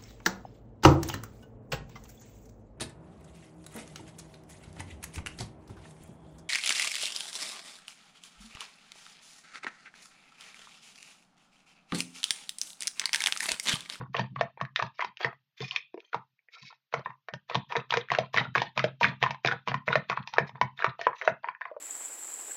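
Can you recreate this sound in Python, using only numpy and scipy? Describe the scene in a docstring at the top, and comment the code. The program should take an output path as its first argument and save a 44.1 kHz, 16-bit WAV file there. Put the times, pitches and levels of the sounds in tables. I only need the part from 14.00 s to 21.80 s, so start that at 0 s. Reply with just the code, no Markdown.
"""On a kitchen table a spoon beats thick batter in a thin plastic tub, four or five strokes a second,
with a pause to scrape down the side. Random bubble bursts, tuned by resonators, make each stroke's sticky drag;
torn films and ringing pockets make the slaps and pops; low modes of tub and table make the thuds.
A small room answers with dense reflections, and the recorder's noise gate shortens the tails."""
import sys
import numpy as np
from scipy import signal
from scipy.io import wavfile
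from scipy.ndimage import uniform_filter1d

SR = 44100
rng = np.random.default_rng(int(sys.argv[2]) if len(sys.argv) > 2 else 0)


def output_pcm(signal):
    """Save a mono or channel-first signal as 16-bit PCM at the path in sys.argv[1].

    Samples are clipped to [-1, 1] before scaling.
    """
    pcm = np.clip(np.atleast_2d(signal).T, -1, 1) * 32767
    wavfile.write(sys.argv[1], SR, np.round(pcm).astype(np.int16))


N = 343980
TIME = np.arange(N) / SR

# beating strokes, from the spoon's entry to its arrival at the wall:
# start t/s, length t/s, effort level/dB, thud at the wall level/dB
STROKES = [(-.07, 0.057, -44.5, -36.5), (0.141, 0.047, -38.5, -30.5), (0.358, 0.059, -48, -41),
           (0.574, 0.033, -57.5, -35.5), (0.761, 0.056, -41.5, -39.5), (0.986, 0.062, -43, -53),
           (1.2, 0.041, -37.5, -39), (2.128, 0.022, -47.5, -47), (2.924, 0.032, -45, -40),
           (3.047, 0.031, -51, -70), (3.489, 0.057, -42.5, -31), (3.695, 0.07, -42, -38),
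           (3.903, 0.045, -36.5, -39), (4.101, 0.084, -39.5, -37), (4.34, 0.045, -32, -32.5),
           (4.552, 0.051, -35.5, -41.5), (4.76, 0.069, -42.5, -34.5), (5.012, 0.047, -31, -32),
           (5.21, 0.062, -40.5, -40.5), (5.443, 0.073, -40, -40.5), (5.669, 0.063, -41, -33),
           (5.87, 0.088, -37.5, -33.5), (6.085, 0.095, -45, -39.5), (6.325, 0.07, -48, -33),
           (6.548, 0.062, -56.5, -35), (6.774, 0.091, -42, -38), (6.991, 0.073, -43.5, -50.5),
           (7.205, 0.078, -45, -42.5), (7.432, 0.058, -52, -60), (7.61, 0.051, -53, -65),
           (7.681, 0.058, -62.5, -67)]


def from_db(db):
    """The decibel is logarithmic: 20 dB is a factor of ten in amplitude."""
    return 10 ** (np.asarray(db) / 20)


def rms(x):
    """Effective amplitude is the root of the mean power."""
    return np.sqrt(np.mean(x ** 2) + 1e-20)


def band(x, edges_hz, order=2):
    """A causal band-pass keeps the energy between two frequencies."""
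    return signal.sosfilt(signal.butter(order, edges_hz, "band", fs=SR, output="sos"), x + 1e-18)


def boost(x, hz, width_hz, db):
    """Resonance: a mode added to the direct sound lifts its own neighbourhood."""
    b, a = signal.iirpeak(hz, hz / width_hz, fs=SR)
    return x + (from_db(db) - 1) * signal.lfilter(b, a, x + 1e-18)


def add(out, s, sound):
    """Superposition: a sound adds linearly to the mix from time s."""
    start = int(s * SR)
    part = sound[max(-start, 0):max(N - start, 0)]
    out[max(start, 0):max(start, 0) + len(part)] += part


def in_tub(x):
    """Damped resonance: the tub colours every sound in the batter, which broadens the narrow modes."""
    # wall and hollow of the tub: f/Hz, undamped width f/Hz, boost level/dB
    tub_modes = [(462.3, 54, 8), (672.5, 39, 7.5), (961, 45, 7), (1100, 390, 6), (1590, 570, 7),
                 (1811, 45, 7.5), (2030, 50, 1.5), (2436, 450, 7.5), (3124, 45, 4), (3680, 860, 6),
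                 (4850, 69, 0.5), (6240, 790, 2)]
    for hz, width_hz, db in tub_modes:
        damped_hz = max(width_hz, hz / 30)
        x = boost(x, hz, damped_hz, db)
    return x


def drag(length_s, attack_s, edges_hz, bursts_per_s, spread_db, hiss, release_s,
         bubble_q=30.0, bubble_db=20.0, grip_db=8.5, grip_s=.012):
    """Stick-slip and random bursting: bubbles of five sizes, each at bursts_per_s, excite damped resonances."""
    t = TIME[:int((max(length_s, .01) + .09) * SR)]
    release = np.exp(-np.maximum(t - length_s, 0) / release_s)
    push = (1 - np.exp(-t / attack_s)) * release
    # the spoon's hold on the batter wanders at random every grip_s
    grip = from_db(grip_db * np.interp(t / grip_s, np.arange(64), rng.standard_normal(size=64)))
    steps = np.geomspace(*edges_hz, num=6)
    bubbles = 0
    for hz in rng.uniform(steps[:-1], steps[1:]):
        born = rng.random(len(t)) < bursts_per_s / SR
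        sizes = from_db(spread_db * np.minimum(rng.exponential(1, len(t)), 3))
        bubbles = bubbles + boost(sizes * born, hz, hz / bubble_q, bubble_db)
    source = bubbles / rms(bubbles) + hiss * rng.standard_normal(len(t))
    sound = band(in_tub(push * grip * source), edges_hz, order=3)
    return sound / rms(sound) * rms(push)


def drags():
    """Bubble size sets pitch: large ones squelch, small ones crackle, and a soft hiss marks the spoon's entry."""
    # light scrapes along the side, the longest in the pause: start t/s, length t/s, rasp level/dB
    scrape_table = [(0.941, .03, -61), (1.576, 0.18, -45.5), (1.99, 0.06, -63), (2.516, 0.2, -53.5),
                    (6.269, 0.018, -52.5), (6.455, 0.036, -55.5), (7.154, 0.1, -52)]
    squelch_hz, crackle_hz, rasp_hz = (360, 1400), (1500, 4640), (1800, 6600)
    usual_effort_db, crackle_db, crackle_growth = -45, -6, 1.36  # growth: crackle dB per dB of effort
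    scrape_squelch_db = -5.5  # against the rasp: a scrape moves little batter
    stroke_attack_s, scrape_attack_s = .0005, .016  # a stroke bites at once, a scrape eases in
    entry_lead_s, entry_db, spray_s = 0.012, -11.0, 0.023  # the hiss peaks spray_s after its onset
    smooth_share = .3  # steady hiss against the crackle or rasp bubbles
    moves = []
    for start, length, db, _ in STROKES:
        high_db = usual_effort_db + crackle_db + crackle_growth * (db - usual_effort_db)
        moves.append((start, length, db, high_db, stroke_attack_s, crackle_hz))
    for start, length, db in scrape_table:
        moves.append((start, length, db + scrape_squelch_db, db, scrape_attack_s, rasp_hz))
    out, wetness = np.zeros(N), np.zeros(N)
    t = TIME[:SR // 5]
    spray = t / spray_s * np.exp(1 - t / spray_s)
    for start, length, low_db, high_db, attack_s, treble_hz in moves:
        add(wetness, start - entry_lead_s, from_db(high_db + entry_db) * spray)
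        squelch = drag(length, attack_s, squelch_hz, bursts_per_s=710 / 6, spread_db=8.0,
                       hiss=smooth_share / 2, release_s=0.033)
        add(out, start, from_db(low_db) * squelch)
        crackle = drag(length, attack_s, treble_hz, bursts_per_s=200, spread_db=-2.0,
                       hiss=smooth_share, release_s=0.026)
        add(out, start, from_db(high_db) * crackle)
    hiss = band(in_tub(rng.standard_normal(N)), (1200, 6200))
    return out + wetness * hiss / rms(hiss)


def pushes():
    """Impulsive loading: a stroke loads the tub on entry and at the wall; rows of (s, swell s, dB)."""
    # push as the spoon enters, interpolated between rows, most in the middle run: t/s, level/dB
    entry_push = [(.1, -48.5), (.36, -40.5), (.7, -69), (1.3, -66), (2.9, -48.5), (3.7, -58), (4.1, -40.5),
                  (4.5, -37.5), (5.0, -34.5), (5.87, -35.5), (6.8, -65.5), (7.6, -75)]
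    # the tub shifts on the table between strokes: t/s, level/dB
    nudge_table = [(0.069, -48), (.3, -43.5), (0.448, -51), (1.602, -37.5), (2.612, -51), (3.32, -43),
                   (4.468, -42.5), (4.638, -48), (6.512, -49)]
    entry_swell_s, wall_swell_s, nudge_swell_s = 0.028, 0.022, 0.026
    push_s, push_db = np.transpose(entry_push)
    entries = [(start, entry_swell_s, np.interp(start, push_s, push_db)) for start, *_ in STROKES]
    walls = [(start + length, wall_swell_s, db) for start, length, _, db in STROKES]
    return entries + walls + [(s, nudge_swell_s, db) for s, db in nudge_table]


def thuds():
    """Modal excitation: a soft load swells in the low modes, a little detuned by the hand, and the table hums on."""
    # tub and table together, before each thud's own variation: f/Hz, level/dB
    thud_modes = [(98, -14.5), (130, 1), (142, -1.5), (158, -18.5), (176, -5.5), (203, -8), (240, -12.5)]
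    rumble_db = -15.5  # against the modes
    ring_hz, ring_t60_s, ring_db = 130.36, .45, -6.48
    out, t = np.zeros(N), TIME[:SR // 3]
    for s, swell_s, db in pushes():
        hum = 0
        for hz, mode_db in thud_modes:
            size, detune, phase = rng.standard_normal(3)
            mode = np.sin(2 * np.pi * (hz * (1 + .025 * detune) * t + phase))
            hum = hum + from_db(mode_db + 1.2 * size) * mode
        rumble = band(rng.standard_normal(len(t)), (65, 260))
        swell = (t / swell_s * np.exp(1 - t / swell_s)) ** 2
        ring_level = from_db(ring_db - 60 * t / ring_t60_s) * np.tanh(t / swell_s)
        ring = ring_level * np.sin(2 * np.pi * ring_hz * t)
        thud = swell * (hum / rms(hum) + from_db(rumble_db) * rumble / rms(rumble)) + ring
        add(out, s, from_db(db) * thud / rms(thud) * rms(swell))
    return out


def pocket_ring(hz, swell_cycles=1.26, glide=0.084, settle_cycles=2.0, linger_db=-21.0, linger_cycles=14.0):
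    """Cavity resonance: an opening pocket rings a few cycles, its pitch sliding as the batter gives way."""
    cycles = hz * TIME[:SR // 20]
    size, slide, hold = rng.uniform(-1, 1, size=3)
    age = cycles / (swell_cycles * np.exp(.3 * size))
    # a soft tone lingers
    linger = from_db(linger_db + 4.5 * hold) * (1 - np.exp(-age)) * np.exp(-cycles / linger_cycles)
    linger = linger * np.linspace(1, 0, len(age))
    pitch = hz * (1 + glide * slide * (np.tanh(cycles / settle_cycles) - 1))
    return (age * np.exp(-age) + linger) * np.sin(2 * np.pi * np.cumsum(pitch) / SR)


def slap(hz, body_db, snap_db, tear_s=0.0038, tear=0.14, pocket_q=1.2, pocket_db=8.5, ring_db=5.0):
    """Impulse response: a film of batter bursts with a short tear, and the pocket behind it rings."""
    body_hz, smack_hz, snap_hz = (334, 811), (800, 2280), (2460, 5600)
    # the smack is strongest from middling pockets and falls with the square of the octaves away
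    smack_peak_db, smack_best_hz, smack_fall_db = -10.5, 1170, 7
    t = TIME[:SR // 20]
    burst = (t == 0) + tear * np.exp(-t / tear_s) * rng.standard_normal(len(t))
    # a smaller fold beside the pocket rings briefly too
    fold_hz = rng.uniform(1500, 4200)
    burst = boost(burst, fold_hz, fold_hz / 9, 7)
    pop = in_tub(boost(burst, hz, hz / pocket_q, pocket_db))
    smack_db = smack_peak_db - smack_fall_db * np.log2(hz / smack_best_hz) ** 2
    parts = [band(pop, body_hz), band(pop, smack_hz, order=3), band(pop, snap_hz, order=3)]
    # the ring dominates the range in which it lies
    home = np.searchsorted([body_hz[1], snap_hz[0]], hz)
    ring = pocket_ring(hz)
    parts[home] = parts[home] / rms(parts[home]) + from_db(ring_db) * ring / rms(ring)
    # levels refer to the first 10 ms
    levels = (body_db, smack_db, snap_db)
    return sum(from_db(db) * part / rms(part[:SR // 100]) for db, part in zip(levels, parts))


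def slaps(body_db=-4.5, snap_db=-5.5, stretch_s=.0012):
    """Film rupture: large pockets burst after a moment's stretch; small pops scatter along each stroke."""
    # larger air pockets as their films begin to stretch: t/s, strength level/dB, pocket pitch f/Hz,
    # body relative to body_db level/dB, snap relative to snap_db level/dB
    burst_table = [(0.143, -19, 1100, -15, -31.5), (0.148, -18, 1860, -10, -33.5),
                   (0.165, -21, 2780, -28, -6), (0.193, -17, 905, -10.5, -14), (0.24, -38, 1030, -5, -23.5),
                   (0.36, -24, 1144, -20.5, -31.5), (0.409, -9.5, 680, -8, -21), (0.573, -38, 910, -9, -43),
                   (0.611, -19.5, 1108, -11, -18), (0.65, -29, 1740, -31.5, -20.5),
                   (0.759, -14, 1850, -41.5, -7.5), (0.791, -22, 712, -8.5, -16),
                   (0.823, -16, 951, -20.5, -16), (0.864, -39, 1020, -22, -10.5),
                   (0.992, -16.5, 670, -16.5, -34), (1.008, -28, 1110, -38, -8.5),
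                   (1.045, -21, 972, -23.5, -15.5), (1.17, -33.5, 2860, -20.5, -6),
                   (1.21, -28, 733, -5.5, -16.5), (1.245, -12.5, 1880, -10, -18),
                   (1.603, -21, 435, -11.5, -17.5), (1.709, -27.5, 2990, -44, 0.5),
                   (1.76, -18, 2496, -34, -1.5), (1.941, -30, 358, -3, -26.5), (1.975, -34, 448, -3, -25),
                   (2.002, -45, 2520, -20.5, -1.5), (2.143, -23.5, 1170, 2, -13),
                   (2.39, -46.5, 2270, -25.5, -37.5), (2.485, -41, 1930, -16.5, -35),
                   (2.725, -40.5, 910, -29.5, -17), (2.938, -19, 1040, -3.5, -14),
                   (2.992, -43.5, 613, 5.5, -9), (3.058, -20, 1033, -47, -41.5),
                   (3.102, -31.5, 1013, -35.5, -29), (3.284, -23.5, 687, -12.5, -22),
                   (3.336, -20, 595, -17, -17), (3.497, -26.5, 972, -10.5, -9.5),
                   (3.511, -31, 1080, -7.5, -28.5), (3.545, -26.5, 1116, -5.5, -4),
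                   (3.552, -15, 966, -8.5, -7.5), (3.721, -20.5, 980, -41.5, -13.5),
                   (3.752, -21, 972, -3, -33), (3.764, -7, 467, -18, -21.5), (3.906, -27, 3350, -23, 4),
                   (3.922, -16.5, 960, -20.5, -18), (3.938, -15, 1590, -7.5, -11.5),
                   (3.97, -5, 473, -17, -21), (4.085, -32, 1760, -37.5, -20.5),
                   (4.116, -18.5, 1090, -2.5, -9.5), (4.148, -15, 1650, -22.5, -14),
                   (4.185, -17.5, 650, 2.5, -8.5), (4.342, -18.5, 1048, -7, -15),
                   (4.362, -15, 2060, -14.5, -18), (4.372, -10, 1790, -25, -15),
                   (4.381, -14, 1860, -23, -20.5), (4.556, -16.5, 1107, -4.5, -13.5),
                   (4.579, -10, 2230, -28, -20), (4.617, -16, 924, -8.5, -13),
                   (4.775, -19, 1020, -10.5, -4.5), (4.792, -12.5, 2030, -22.5, -14.5),
                   (4.84, -11.5, 610, -5, -15.5), (5.01, -22, 956, -2, -14), (5.03, -4.5, 2370, -30, -20),
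                   (5.226, -9, 1870, -10.5, -12.5), (5.236, -10.5, 1056, -30.5, -17.5),
                   (5.306, -19.5, 915, -15.5, -12.5), (5.344, -30.5, 1010, -29, -19),
                   (5.447, -9.5, 2330, -10, -20.5), (5.459, -9.5, 2410, -16.5, -16.5),
                   (5.472, -16.5, 1680, -14.5, -6), (5.513, -25, 1730, -10, -50),
                   (5.521, -18.5, 1590, -12.5, -17), (5.674, -19, 983, -13.5, -15.5),
                   (5.682, -21, 1090, -11, -10.5), (5.715, -22.5, 1851, -20, -24),
                   (5.741, -14, 1033, -21, -22), (5.878, -10.5, 626, -14.5, -34.5),
                   (5.913, -26.5, 970, -8.5, -22), (5.954, -4.5, 630, -12, -23), (6.097, -21, 1100, -5, -6),
                   (6.119, -27, 954, -27, -15), (6.172, -16.5, 1064, -35.5, -46.5),
                   (6.273, -30.5, 924, -40.5, -4), (6.336, -22.5, 890, -32, -13),
                   (6.382, -7, 1680, -5, -19.5), (6.492, -34.5, 953, -16, -13.5),
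                   (6.554, -34.5, 1020, -16, -53), (6.612, -8, 992, -18, -20), (6.79, -26, 1740, -19, -29),
                   (6.801, -28, 1335, -31.5, -37), (6.843, -10.5, 1193, -9.5, -20.5),
                   (7.012, -23.5, 1780, -14.5, -11), (7.067, -7.5, 1000, -11, -33.5),
                   (7.129, -28, 1103, -32, -38), (7.219, -23.5, 1800, -44, -21),
                   (7.248, -36, 1065, -27, -20), (7.275, -3, 657, -11, -32),
                   (7.442, -20.5, 937, -38, -37.5), (7.473, -30.5, 915, -16, -31),
                   (7.485, -18, 1015, -37, -33), (7.548, -33, 1711, -31, -40),
                   (7.615, -21.5, 1690, -23.5, -48), (7.653, -26.5, 1057, -31, -40.5),
                   (7.713, -52, 623, 17, -29), (7.764, -50, 586, 17, -34)]
    pops_per_s, pop_pitch_hz = 12.0, (920, 2420)
    out = np.zeros(N)
    for s, db, hz, fullness_db, crispness_db in burst_table:
        sound = slap(hz, body_db + fullness_db, snap_db + crispness_db)
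        add(out, s + stretch_s, from_db(db) * sound)
    pitches = np.exp(rng.uniform(*np.log(pop_pitch_hz), size=16))
    pops = [slap(hz, body_db=-31.5, snap_db=-33) for hz in pitches]
    for start, length, effort_db, _ in STROKES:
        pockets = rng.random(size=(4, 4))
        for chance, place, pick, size in pockets:
            if chance < pops_per_s * length / len(pockets):
                pop = pops[int(pick * len(pops))]
                pop_db = effort_db + 26 - 2 * size
                add(out, start + place * length, from_db(pop_db) * pop)
    return out


def kitchen(x, first_echo_s=0.0039, build_s=0.00045):
    """Reverberation: dense reflections follow the direct sound and die away band by band."""
    # small room, interpolated over log frequency: f/Hz, reverberation time t60/s, echo level/dB
    room_bands = [(150, 0.85, -13.5), (390, 0.057, -7), (820, 0.21, -11.5), (1980, 0.18, -9),
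                  (4300, 0.42, -18), (5680, 0.11, -7.5)]
    t, response = TIME[:SR // 2], 0
    hz, t60_s, echo_db = np.transpose(room_bands)
    edges = np.geomspace(80, 8000, num=9)
    for low, high in zip(edges, edges[1:]):
        centre = np.log(low * high) / 2
        decay = from_db(-60 * t / np.interp(centre, np.log(hz), t60_s))
        fade = decay * (1 - np.exp(-np.maximum(t - first_echo_s, 0) / build_s))
        tail = band(rng.standard_normal(len(t)) * fade, (low, high), order=3)
        # energy in proportion to bandwidth, so the echo level is relative to the direct sound
        share = np.sqrt(2 * (high - low) / SR / np.sum(tail ** 2))
        response = response + tail * share * from_db(np.interp(centre, np.log(hz), echo_db))
    return x + signal.fftconvolve(x, response)[:N]


def scene():
    """Superposition: batter and tub sound together in the room, over a faint hiss."""
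    hiss_db = -75
    hiss = band(rng.standard_normal(N), (150, 4000), order=2)
    batter = kitchen(slaps() + drags() + thuds())
    return (batter + from_db(hiss_db) * hiss / rms(hiss))[None]


def noise_gate(x, threshold_db=-66.5, slope=0.68, tilt_db=-5.5):
    """Downward expansion: narrow bands under a threshold, lower with each octave, are turned down further."""
    size, depth_db = 512, 28
    overlap = size - size // 4
    hz, _, spectra = signal.stft(x, SR, nperseg=size, noverlap=overlap)
    # power is smoothed over neighbouring frequencies, then over time
    power = uniform_filter1d(np.abs(spectra) ** 2, size=3, axis=-2)
    power = uniform_filter1d(power, size=5, axis=-1)
    # the threshold is given at 1 kHz and stays level below 125 Hz
    limit_db = threshold_db + tilt_db * np.log2(np.maximum(hz, 125) / 1000)[:, None]
    level_db = 10 * np.log10(np.abs(power) + 1e-16)
    cut_db = np.clip(slope * (limit_db - level_db), 0, depth_db)
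    return signal.istft(spectra * from_db(-cut_db), SR, nperseg=size, noverlap=overlap)[1][..., :N]


def record(dry, roll_off_hz=6800, cutoff_hz=7670, leak_db=3.0):
    """Band limiting: a gated speech-band microphone; the top treble leaks past its gate and filters."""
    roll_off = signal.butter(10, roll_off_hz, fs=SR, output="sos")
    cutoff = signal.ellip(8, .3, 60, cutoff_hz, fs=SR, output="sos")
    heard = signal.sosfilt(roll_off, noise_gate(dry))
    top = band(dry, (12000, 15500), order=6)
    return signal.sosfilt(cutoff, heard) + from_db(leak_db) * top


dry = scene()
out = record(dry)
output_pcm(out)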